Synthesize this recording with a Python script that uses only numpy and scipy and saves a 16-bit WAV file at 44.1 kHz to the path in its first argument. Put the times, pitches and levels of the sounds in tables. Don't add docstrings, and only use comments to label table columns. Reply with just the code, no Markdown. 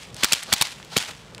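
import sys
import numpy as np
from scipy import signal
from scipy.fft import rfft, irfft, next_fast_len
from scipy.io import wavfile
from scipy.ndimage import uniform_filter1d

SR = 44100
rng = np.random.default_rng(int(sys.argv[2]) if len(sys.argv) > 2 else 0)


def waveform_to_disk(signal):
    frames = np.transpose(np.atleast_2d(signal))
    scaled = np.clip(frames, -1, 1) * 32767
    samples = np.round(scaled).astype(np.int16)
    wavfile.write(sys.argv[1], SR, samples)


N = 61739


def undb(db):
    return 10 ** (np.asarray(db) / 20)


def unit(x):
    return x / np.sqrt(np.mean(x ** 2))


def noise():
    return rng.standard_normal(N)


def spikes():
    return np.sign(noise())


def drift(rate_hz):
    step = max(int(SR / rate_hz), 1)
    stairs = np.repeat(noise()[:N // step + 1], step)
    return unit(uniform_filter1d(stairs, step)[:N])


def since(start_s):
    return np.arange(N) / SR - start_s


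def decay(start_s, tau_s):
    t = since(start_s)
    return (t >= 0) * np.exp(-np.maximum(t, 0) / tau_s)


def swells(rows, width_s):
    return sum(undb(db) * np.exp(-(since(peak_s) / width_s) ** 2) for peak_s, db in rows)


def curve(rows):
    return np.interp(since(0), *np.array(rows).T)


def colour(x, spectrum, tilt_db_per_oct=0):
    size = next_fast_len(N) * 2
    octaves = np.log2(np.maximum(np.fft.rfftfreq(size, 1 / SR), 1))
    freq_hz, gain_db = np.array(spectrum).T
    tilt_db = tilt_db_per_oct * np.maximum(octaves - 10, 0)
    gain = unit(undb(np.interp(octaves, np.log2(freq_hz), gain_db) + tilt_db))
    cepstrum = irfft(np.log(gain), size)
    cepstrum[1:size // 2] *= 2
    cepstrum[size // 2 + 1:] = 0
    return irfft(rfft(x, size) * np.exp(rfft(cepstrum)), size)[:N]


def strike(modes, start_s):
    ring = 0
    for pitch_hz, level_db, t60_s in modes:
        detuned_hz = pitch_hz * (1 + .003 * rng.standard_normal())
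        tone = np.sin(2 * np.pi * detuned_hz * since(start_s))
        ring += undb(level_db) * tone * decay(start_s, t60_s / np.log(1000))
    return ring


# time_s, level_db
RUMBLE_LEVELS = [(0, -49.5), (.16, -43), (.28, -57), (.42, -63.5), (.49, -38.5), (.58, -62), (.7, -54),
                 (.78, -47.5), (.88, -46.5), (1.03, -53.5), (1.11, -44.5), (1.17, -51.5), (1.27, -47),
                 (1.33, -47), (1.4, -39.5)]
HISS_LEVELS = [(0, -43), (.12, -51), (.8, -61), (1.4, -62.5)]
# freq_hz, gain_db
RUMBLE_SPECTRUM = [(20, -38), (55, 0.5), (80, -6.5), (135, 1.5), (220, -6.5), (330, -15.5), (460, -9),
                   (900, -23.5), (3000, -44), (15000, -75)]
AIR_SPECTRUM = [(25, -9), (120, -5), (400, -3), (800, 0), (2400, -7.5), (5400, -16), (9800, -52),
                (16000, -35)]
YARD_SPECTRUM = [(60, -11), (150, -9.5), (350, -14), (1000, -4.5), (2000, 0), (3200, 1.5), (5500, -4.5),
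                 (7800, -6.5), (11000, -16), (15500, -28)]


def outdoors():
    hiss = colour(noise() * undb(curve(HISS_LEVELS) + 2 * drift(120)), YARD_SPECTRUM)
    rumble = undb(curve(RUMBLE_LEVELS)) * colour(noise(), RUMBLE_SPECTRUM)
    air = undb(-52 - drift(26)) * colour(noise(), AIR_SPECTRUM)
    return air + hiss + rumble


# peak_s, level_db
SCUFFS = [(0.493, -38), (0.932, -41), (1.092, -40.5), (1.326, -50.5), (1.385, -50)]
# freq_hz, gain_db
SCUFF_SPECTRUM = [(60, -33), (250, -3), (650, 3.5), (1400, 4.5), (2500, -20), (6000, -24), (15000, -50)]


def scuffs():
    return colour(noise() * swells(SCUFFS, width_s=.012), SCUFF_SPECTRUM)


# peak_s, level_db
LATE_RETURNS = [(0.43, -33.5), (.722, -36.5), (1.087, -35.5), (1.111, -36.5)]


def yard_echoes():
    echoes = swells(LATE_RETURNS, width_s=.0072) * noise()
    for slam_s, *_, echo_db in SHOTS:
        start_s = slam_s + .027
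        build = 1 - decay(start_s, tau_s=.008)
        early = undb(-29) * decay(start_s, tau_s=.047)
        tail = undb(-47.5) * decay(start_s, tau_s=.28)
        reflections = unit(noise() * undb(3 * drift(700)))
        echoes += undb(echo_db) * build * (early + tail) * reflections
    return colour(echoes, YARD_SPECTRUM)


# start_s, level_db, tilt_db_per_oct
TICKS = [(.0333, -26.5, 0), (0.1445, -23.5, 6.5), (.166, -20.5, 5), (0.2537, -8, -3), (0.3385, -5.5, 0),
         (0.3499, -12.5, 1.5), (0.4341, -15.5, 4.5), (0.582, -16, 2), (0.8002, -27.5, -6.5),
         (0.8279, -24, -4.5), (0.848, -27, 5), (0.9847, -7, 0), (.9935, -14, -1), (1.004, -16, -2.5),
         (1.0258, -14.5, 0.5), (1.348, -22, 1.5), (1.3803, -23.5, -1.5)]
# freq_hz, gain_db
TICK_SPECTRUM = [(60, -22), (300, -16), (1000, -9.5), (2200, 1), (3400, 4), (5500, -1.5), (8000, -2),
                 (11000, -12.5), (15500, -27)]


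def loose_pellets():
    ticks = 0
    for start_s, level_db, tilt_db_per_oct in TICKS:
        envelope = decay(start_s, tau_s=.00071) + undb(-8) * decay(start_s, tau_s=.0028)
        ticks += undb(level_db - 9.5) * colour(spikes() * envelope, TICK_SPECTRUM, tilt_db_per_oct)
    return ticks


# start_s, stop_s, level_db
MOTOR_RUNS = [(0.146, 0.364, -36.5), (0.447, 0.668, -37), (.885, 1.031, -36.5)]
# freq_hz, gain_db
GEAR_SPECTRUM = [(100, -9), (400, -16.5), (850, 2), (1500, -3), (2300, -2), (4400, 3.5), (6500, -5),
                 (10000, -12.5), (15000, -26)]


def gears(tooth_hz=3200, scatter_db=1.5, rise_s=.06, fall_s=.03):
    teeth_passed = np.cumsum(tooth_hz * (1 + .15 * drift(300))) / SR
    onsets = np.diff(np.floor(teeth_passed), prepend=0)
    clicks = onsets * spikes() * undb(scatter_db * drift(400))
    effort = 0
    for start_s, stop_s, level_db in MOTOR_RUNS:
        rise = np.clip(since(start_s) / rise_s, 0, 1)
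        fall = np.clip(1 - since(stop_s) / fall_s, 0, 1)
        effort += undb(level_db) * rise * fall
    return colour(unit(clicks) * effort, GEAR_SPECTRUM)


def muzzle_puffs(peak_hz=124, lag_s=.003):
    puffs = 0
    for slam_s, _, thump_db, *_ in SHOTS:
        phase = 2 * np.pi * peak_hz * since(slam_s + lag_s)
        puffs += undb(thump_db - 3) * (phase ** 2 - 1) * np.exp(-phase ** 2 / 2)
    return puffs


# pitch_hz, level_db, t60_s
GUN_MODES = [(1570, -20, .012), (3045, 0.5, 0.012), (3470, -14, 0.013), (3940, -3, 0.012), (4480, 2, .018),
             (7240, -2, 0.012)]


def gun_body():
    lag_s = PISTON_CONTACTS[1][0]
    return sum(undb(slam_db - 18.5) * strike(GUN_MODES, slam_s + lag_s) for slam_s, slam_db, *_ in SHOTS)


# slam_s, slam_db, thump_db, flight_s, hit_db, rush_db, echo_db
SHOTS = [(0.2345, 1, -18, 0.0098, 1, 1, -2), (0.322, 1.5, -27, .0099, 1, -6, 1),
         (0.5273, 2.5, -23.5, .0087, 0.5, 2.5, 0.5), (0.6126, 1.5, -24.5, .0086, 0, -7, -2),
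         (.9675, -1, -13, .0099, -5.5, 3, 1.5)]
# lag_s, level_db
PISTON_CONTACTS = [(0, -11), (.0012, -10.5), (.0022, -4.5)]
# freq_hz, gain_db
RUSH_SPECTRUM = [(100, -13.5), (350, -14.5), (700, -3.5), (1000, -7.5), (1500, 1.5), (2600, -2.5),
                 (4000, -6.5), (9000, -28.5), (15000, -26)]
SLAM_SPECTRUM = [(60, -18.5), (200, -15), (550, -17.5), (950, -7), (1500, -11), (3000, 1), (4200, 1.5),
                 (6000, -7), (7000, -2), (10000, -8.5), (15500, -20)]
THUMP_SPECTRUM = [(30, -7.5), (80, 0.5), (150, 1.5), (300, 0), (700, -1.5), (1500, -8), (4000, -30.5),
                  (15000, -68)]


def piston(rush_rise_s=.0028, rush_fall_s=.0008, thump_s=.0012):
    rush = slam = thump = 0
    for slam_s, slam_db, thump_db, _, _, rush_db, _ in SHOTS:
        t = since(slam_s)
        rush += undb(rush_db - 14) * np.exp(np.minimum(t / rush_rise_s, -t / rush_fall_s))
        slam += undb(slam_db - 14.5) * decay(slam_s, tau_s=.0051)
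        for lag_s, contact_db in PISTON_CONTACTS:
            slam += undb(slam_db + contact_db) * decay(slam_s + lag_s, tau_s=.00025)
        thump += undb(thump_db) * np.exp(-np.abs(t) / thump_s)
    return (colour(spikes() * rush, RUSH_SPECTRUM)
            + colour(spikes() * slam, SLAM_SPECTRUM)
            + colour(spikes() * thump, THUMP_SPECTRUM))


# pitch_hz, level_db, t60_s
CASE_MODES = [(152, -5, .05), (1984, -2, 0.07), (2324, 11.5, 0.047), (2363, -5, 0.091), (2850, -22, 0.035),
              (3200, -7, .06), (3380, -17, 0.082), (4070, -1, .08), (4520, 8.5, 0.062), (5360, 1, 0.053),
              (6830, 11.5, 0.025), (7613, -5, 0.069)]
# freq_hz, gain_db
CRACK_SPECTRUM = [(60, -5), (170, -3.5), (500, -13), (1100, -3), (1900, -7), (3400, 0), (5500, -2.5),
                  (8000, -5), (11000, -10), (15500, -16.5)]


def case_hits():
    crack = ring = 0
    for slam_s, _, _, flight_s, hit_db, *_ in SHOTS:
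        hit_s = slam_s + flight_s
        impact = undb(-8) * decay(hit_s, tau_s=.0021)
        shell = undb(-16) * decay(hit_s, tau_s=.0042)
        crack += undb(hit_db) * (impact + shell)
        ring += undb(hit_db - 35) * strike(CASE_MODES, hit_s)
    return colour(spikes() * crack, CRACK_SPECTRUM) + ring


def scene():
    gun = gears() + piston() + gun_body() + muzzle_puffs()
    return (gun + case_hits() + loose_pellets() + yard_echoes() + scuffs() + outdoors())[None]


def record(dry, low_cut_hz=54, ceiling=.68, high_cut_hz=15600):
    highpass = signal.butter(1, low_cut_hz, "high", fs=SR, output="sos")
    lowpass = signal.ellip(10, .2, 70, high_cut_hz, fs=SR, output="sos")
    clipped = ceiling * np.tanh(signal.sosfilt(highpass, dry) / ceiling)
    return signal.sosfilt(lowpass, clipped)


dry = scene()
out = record(dry)
waveform_to_disk(out)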